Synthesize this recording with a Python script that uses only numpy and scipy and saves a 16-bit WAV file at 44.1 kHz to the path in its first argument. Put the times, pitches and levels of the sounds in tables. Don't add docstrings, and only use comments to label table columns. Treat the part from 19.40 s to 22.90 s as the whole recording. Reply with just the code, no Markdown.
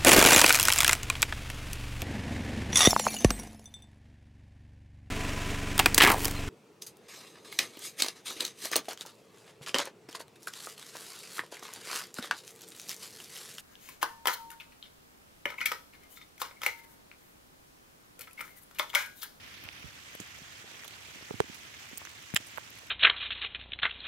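import sys
import numpy as np
from scipy import signal
from scipy.io import wavfile
from scipy.ndimage import uniform_filter1d

SR = 44100
rng = np.random.default_rng(int(sys.argv[2]) if len(sys.argv) > 2 else 0)


def dump(signal):
    limited = np.clip(np.atleast_2d(signal).T, -1, 1)
    pcm = np.round(limited * 32767).astype(np.int16)
    wavfile.write(sys.argv[1], SR, pcm)


def invert_db(x):
    u = np.asarray(x, float) / 20
    return 10 ** u


N = 154350

# pitch_hz, level_db (per Hz)
HISS_COLOUR = [(300, -9), (800, -5.5), (1500, -1.5), (2100, 2), (3300, -1), (4200, -7), (6500, -7.5),
               (8500, -11.5)]
# pitch_hz, level_db (per Hz)
MIST_COLOUR = [(8000, -13), (10000, -16.5), (13000, -17.5), (16500, -24.5)]
# pitch_hz, level_db (per Hz)
RUMBLE_COLOUR = [(20, -35), (35, -29), (60, 3), (100, 0), (150, -10.5), (300, -6.5), (600, -16)]
# pitch_hz, likeness (-1 to 1)
LIKENESS = [(60, 0.54), (240, 0.65), (950, -0.19), (3770, 0.054), (15000, 0.01)]
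# pitch_hz, left_minus_right_db
BALANCE = [(60, 5.5), (130, -4.5), (290, 0), (640, -0.5), (1410, 0.5), (3100, -3), (6820, -10.5),
           (15000, 10)]
# time_s, shade (0-1), level_db
POSE = [
    (0, 1, 1.5),
    (.4, 1, 1),
    (.62, 0, 0.5),
    (1.8, 0.23, 1.53),
    (3.1, 0, 0.5),
    (3.5, 0.14, -0.8),
]
# pitch_hz, level_db
PATTER_COLOUR = [(100, -1.5), (700, 19), (2500, 9), (6000, -11), (14000, -3.5)]
# start_s, peak_db, pitch_hz, left_minus_right_db, left_late_ms
THUDS = [(0.252, -42, 86, -16, 0.21), (.443, -39, 151, -27, -0.15), (0.454, -39.5, 78, -27, 0),
         (0.7517, -35.5, 605, 6, -0.38), (0.8009, -33.5, 280, -3, 0.38), (0.8103, -39.5, 173, 0, 0),
         (1.018, -43.5, 156, 2, 0), (1.2422, -43, 413, 1, 0.2), (1.7595, -44.5, 260, -23, -0.18),
         (1.825, -41.5, 327, -2, 0.094), (1.9084, -31, 340, -19, 0.11), (1.9414, -33, 230, -22.5, 0.082),
         (1.948, -39.5, 100, -18, 0), (2.0422, -42.5, 300, -24, 0), (2.098, -38.5, 231, -23, 0),
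         (2.531, -39.5, 263, -19, 0.32), (2.9392, -25, 183, 19, 0.19), (2.9466, -44, 130, 12, 0.35),
         (3.002, -42, 307, -1, 0.32)]
# start_s, peak_db
KNOCKS = [
    (1.911, -28),
    (2.0047, -14),
]
# start_s, peak_db, pitch_hz, left_minus_right_db
TICKS = [(0.2388, -34, 2670, 2.5), (0.2889, -25.5, 2750, -11.5), (0.8001, -36, 1750, -1),
         (1.3446, -37, 2170, -1), (1.4365, -32.5, 2220, 4), (1.4507, -36.5, 1300, 3),
         (1.509, -35, 3080, -9), (1.9080, -27, 890, -14), (.7512, -39, 2100, 0),
         (2.0028, -10.5, 1040, -10.5), (2.0026, -18, 2030, -21), (2.0049, -23.5, 3530, -7),
         (2.3414, -32.5, 2950, 2), (2.617, -34.5, 1010, 4), (2.652, -33.5, 1630, -1),
         (2.672, -31.5, 1900, -3), (2.9389, -28.5, 1900, 3.5), (2.9594, -23, 2170, 3.5),
         (2.9638, -11.5, 2860, -3), (2.9690, -20.5, 2040, 10), (3.1452, -36, 2070, 11),
         (3.1752, -24, 1730, -10), (3.1795, -37, 910, -22), (3.1812, -24.5, 1360, -15),
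         (3.183, -26.5, 930, -20), (3.386, -44, 1230, -2)]
# start_s, rms_db, pitch_hz, fade_ms, left_minus_right_db
SPRAYS = [(.2384, -37, 14000, 6.8, 25), (0.7507, -37.5, 11700, 12, 17), (0.8009, -35.5, 7200, 35, -14),
          (3.1803, -43, 12500, 15, -10), (1.4440, -33, 3250, 38, -8), (1.451, -47, 12500, 15, 13),
          (1.478, -47, 9000, 12, -8), (1.4785, -30.5, 3450, 25, -11), (2.0030, -26, 7400, 7.6, -35),
          (2.1433, -39.5, 2580, 120, -15), (2.5749, -26.5, 7900, 6.1, -23), (2.5787, -28.5, 16000, 19, -1),
          (2.651, -37.5, 6000, 23, -19), (2.938, -45, 6060, 23, -15), (2.9458, -22, 12400, 10.7, 1),
          (3.0644, -48, 11000, 25, 8), (3.069, -42, 8800, 43, -2), (3.1750, -42, 12000, 9, -8),
          (3.3037, -41, 13000, 9.3, 11), (3.386, -47.5, 10700, 25, 8)]
# start_s, rms_db, fade_ms
SHATTER = [
    (2.9594, -20.5, 34),
    (2.9592, -23, 10),
    (2.9615, -20.5, 16),
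    (2.9628, -15.5, 10.8),
    (2.9638, -11.5, 9.9),
    (2.9652, -17, 7.5),
    (2.9688, -29.5, 13),
    (2.9708, -18, 11),
]
# pitch_hz, width_hz, level_db
LEAF = [(1900, 670, -1), (2830, 700, 2.5), (5160, 540, -6), (7200, 1070, -4.5), (10800, 1700, -15.5),
        (15000, 1800, -30)]

HISS_DB, RUMBLE_DB = -49, -61
SHADE_HZ, SHADE_OCTAVES, SHADE_DB = 7300, 0.2, -8
SPITS_PER_S, SPITS_DB, SPIT_FADE_MS, SPIT_HZ, SPIT_WIDTH_HZ = 45, -66.5, 14, 9000, 12000
PATTER_PER_S, PATTER_DB, PATTER_SPREAD_DB = 260, -67, 4.0
ECHO_DB, ECHO_T60_S = -23.5, 0.079
THUD_CYCLES, THUD_SAG, THUD_RISE = 4.6, 0.067, 0.04
SHELL_HZ, SHELL_CYCLES, SHELL_SIDE_DB, SHELL_LATE_MS = 424, 9.4, 2, -0.63
REBOUND_HZ, REBOUND_DB, REBOUND_SIDE_DB, REBOUND_EARLY_S = 145, -5.5, -9, 0.002
TICK_CYCLES, TICK_STIFF, TICK_SAG, TICK_RISE = 4.08, 0.41, 0.087, 0.17
LAG_MS_PER_DB = 0.03
SPRAY_WIDTH, SPRAY_WIDE_DB, SPRAY_RISE_MS = 0.32, -14, 0.19
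LEAF_SIDE_DB, LEAF_LIKENESS = -7, 0.8
LOW_CUT_HZ, EDGE_HZ, EDGE_DB = 75, 15900, -32


def evened(x):
    return x / np.sqrt(np.mean(x ** 2) + 1e-20)


def read(points, hz):
    f, value = np.transpose(points)
    return np.interp(np.log(hz + 1), np.log(f + 1), value)


def add(mix, start_s, sound, side_db, late_ms=0.):
    share = invert_db(side_db) / (1 + invert_db(side_db))
    places = [(share, start_s + late_ms / 1000), (1 - share, start_s)]
    for ear, (gain, at) in enumerate(places):
        part = mix[ear, round(at * SR):][:sound.shape[-1]]
        part += 2 * gain * np.atleast_2d(sound)[-ear][:len(part)]


def resonate(x, hz, width_hz):
    pole = np.exp((2j * np.pi * hz - np.pi * width_hz) / SR)
    return 2 * signal.lfilter([1 - abs(pole)], [1, -pole], x).real


def plop(hz, cycles, sag, rise):
    u = np.arange(round(SR / hz * 14)) * hz / SR
    swing = -np.sin(2 * np.pi * np.log1p(sag * u) / sag)
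    shape = swing * (1 - np.exp(-u / rise)) ** 2 * invert_db(-60 * u / cycles)
    return shape / abs(shape).max()


def burst(fade_ms, likeness):
    ms = np.arange(2600) * 1000 / SR
    one, other = rng.standard_normal((2600, 2)).T
    pair = np.array([one, likeness * one + np.sqrt(1 - likeness ** 2) * other])
    return pair * (1 - np.exp(-ms / SPRAY_RISE_MS)) * invert_db(-60 * ms / fade_ms)


def wash(size, colour_db, patchy_db, flicker_db, shaded):
    hop = size // 4
    frames, hz = N // hop + 5, np.fft.rfftfreq(size, 1 / SR)
    a, b, c, d, patches = rng.standard_normal((frames, len(hz), 5)).T
    patches = uniform_filter1d(patches, size=6, axis=0)
    patches = evened(uniform_filter1d(patches, size=12, axis=1))
    flicker = evened(uniform_filter1d(rng.standard_normal(frames), size=4))

    t = np.arange(frames) * hop / SR
    pose_s, shade, level_db = np.transpose(POSE)
    octaves = np.log2((hz + 1) / SHADE_HZ)
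    dip_db = SHADE_DB * np.exp(-0.5 * (octaves / SHADE_OCTAVES) ** 2)
    pose_db = np.outer(dip_db, np.interp(t, pose_s, shade)) + np.interp(t, pose_s, level_db)

    same = np.clip(read(LIKENESS, hz), -1, 1)[:, None]
    left = a + 1j * b
    z = np.array([left, same * left + np.sqrt(1 - same ** 2) * (c + 1j * d)])
    z *= invert_db(colour_db(hz)[:, None] + shaded * pose_db + patchy_db * patches + flicker_db * flicker)
    z *= invert_db(np.outer([0.5, -0.5], read(BALANCE, hz)))[:, :, None]
    return evened(signal.istft(z, nperseg=size, noverlap=size - hop)[1][:, :N])


def rumble():
    pose_s, shade, _ = np.transpose(POSE)
    stirring = np.interp(np.arange(N) / SR, pose_s, shade)
    colour = lambda hz: read(RUMBLE_COLOUR, hz) - hz / 60
    return invert_db(RUMBLE_DB + 2.5 * stirring) * wash(1024, colour, patchy_db=0.4, flicker_db=0.9, shaded=0)


def hiss():
    def colour(hz):
        drops_and_mist = np.where(hz < HISS_COLOUR[-1][0], read(HISS_COLOUR, hz), read(MIST_COLOUR, hz))
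        return drops_and_mist - 40 * (hz < 150)
    return invert_db(HISS_DB) * wash(256, colour, patchy_db=1.52, flicker_db=1.16, shaded=1)


def spits():
    size = invert_db(2.8 * np.minimum(rng.exponential(1, N), 3)) * (rng.random(N) < SPITS_PER_S / SR)
    share = rng.uniform(0.35, 1.0, N)
    fade = invert_db(-60 * np.arange(2000) * 1000 / SR / SPIT_FADE_MS)
    level = signal.oaconvolve([size * share, size * (1 - share)], fade[None], axes=1)[:, :N]
    puffs = level * rng.standard_normal((N, 2)).T
    return invert_db(SPITS_DB) * evened(resonate(puffs, SPIT_HZ, SPIT_WIDTH_HZ))


def patter(count=30):
    size = invert_db(PATTER_SPREAD_DB * np.minimum(rng.exponential(1, N), 4))
    size = size * (rng.random(N) < PATTER_PER_S / SR)
    kind, out = rng.integers(0, count, N), np.zeros((2, N))
    for k, hz in enumerate(np.geomspace(PATTER_COLOUR[0][0], PATTER_COLOUR[-1][0], count)):
        side_db, late_ms = rng.uniform(-1.32, 1, 2) * [9, 0.4]
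        drops = signal.oaconvolve(size * (kind == k), plop(hz, 4.3, 0.05, 0.18))
        add(out, 0.001, invert_db(read(PATTER_COLOUR, hz)) * drops, side_db, late_ms)
    return invert_db(PATTER_DB) * evened(out)


def undergrowth(x):
    t = np.arange(6000) / SR
    stems = rng.standard_normal((6000, 2)) * (rng.random((6000, 2)) < 0.05)
    taps = stems.T * invert_db(-60 * t / ECHO_T60_S) * (t > 0.003)
    taps = taps / np.linalg.norm(taps[0])
    return invert_db(ECHO_DB) * signal.fftconvolve(x.mean(0)[None], taps, axes=1)[:, :N]


def thuds(mix):
    for start_s, db, hz, side_db, late_ms in THUDS:
        add(mix, start_s, invert_db(db) * plop(hz, THUD_CYCLES, THUD_SAG, THUD_RISE), side_db, late_ms)


def knocks(mix):
    for start_s, db in KNOCKS:
        ring = invert_db(db) * plop(SHELL_HZ, SHELL_CYCLES, 0.005, 0.08)
        add(mix, start_s, ring, SHELL_SIDE_DB, SHELL_LATE_MS)
        rebound = -invert_db(db + REBOUND_DB) * plop(REBOUND_HZ, 2.2, 0.03, 0.015)
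        add(mix, start_s - REBOUND_EARLY_S, rebound, REBOUND_SIDE_DB)


def ticks(mix):
    for start_s, db, hz, side_db in TICKS:
        cycles = TICK_CYCLES * (hz / 1000) ** TICK_STIFF
        tick = invert_db(db) * plop(hz, cycles, TICK_SAG, TICK_RISE)
        add(mix, start_s, tick, side_db, -LAG_MS_PER_DB * side_db)


def sprays(mix):
    for start_s, db, hz, fade_ms, side_db in SPRAYS:
        puff, width_hz = burst(fade_ms, 0.14), SPRAY_WIDTH * hz
        tinted = resonate(resonate(puff, hz, width_hz), hz, width_hz)
        wide = invert_db(SPRAY_WIDE_DB) * resonate(puff, 7900, 12000)
        add(mix, start_s, invert_db(db + 3.5) * (tinted + wide), side_db)


def shatter(mix):
    for start_s, db, fade_ms in SHATTER:
        puff = burst(fade_ms, LEAF_LIKENESS)
        spurt = np.zeros_like(puff)
        for hz, width_hz, ring_db in LEAF:
            once = resonate(puff, hz, 1.5 * width_hz)
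            spurt += invert_db(ring_db) * resonate(once, hz, 1.5 * width_hz)
        add(mix, start_s, invert_db(db + 7) * spurt, LEAF_SIDE_DB)


def near_drops():
    mix = np.zeros((2, N))
    for source in (thuds, knocks, ticks, sprays, shatter):
        source(mix)
    return mix


def scene():
    near = near_drops()
    return rumble() + hiss() + spits() + patter() + undergrowth(near) + near


def band_limit(x):
    return signal.sosfilt(signal.butter(12, 17170, fs=SR, output="sos"), x)


def record(dry):
    bass_cut = signal.butter(2, LOW_CUT_HZ, "high", fs=SR, output="sos")
    cut = signal.sosfilt(bass_cut, dry)
    edge = signal.firwin(511, EDGE_HZ, window=("kaiser", 9), fs=SR)
    below = signal.oaconvolve(cut, edge[None], "same")
    mix = below + invert_db(EDGE_DB) * (cut - below)
    return band_limit(mix)


dry = scene()
out = record(dry)
dump(out)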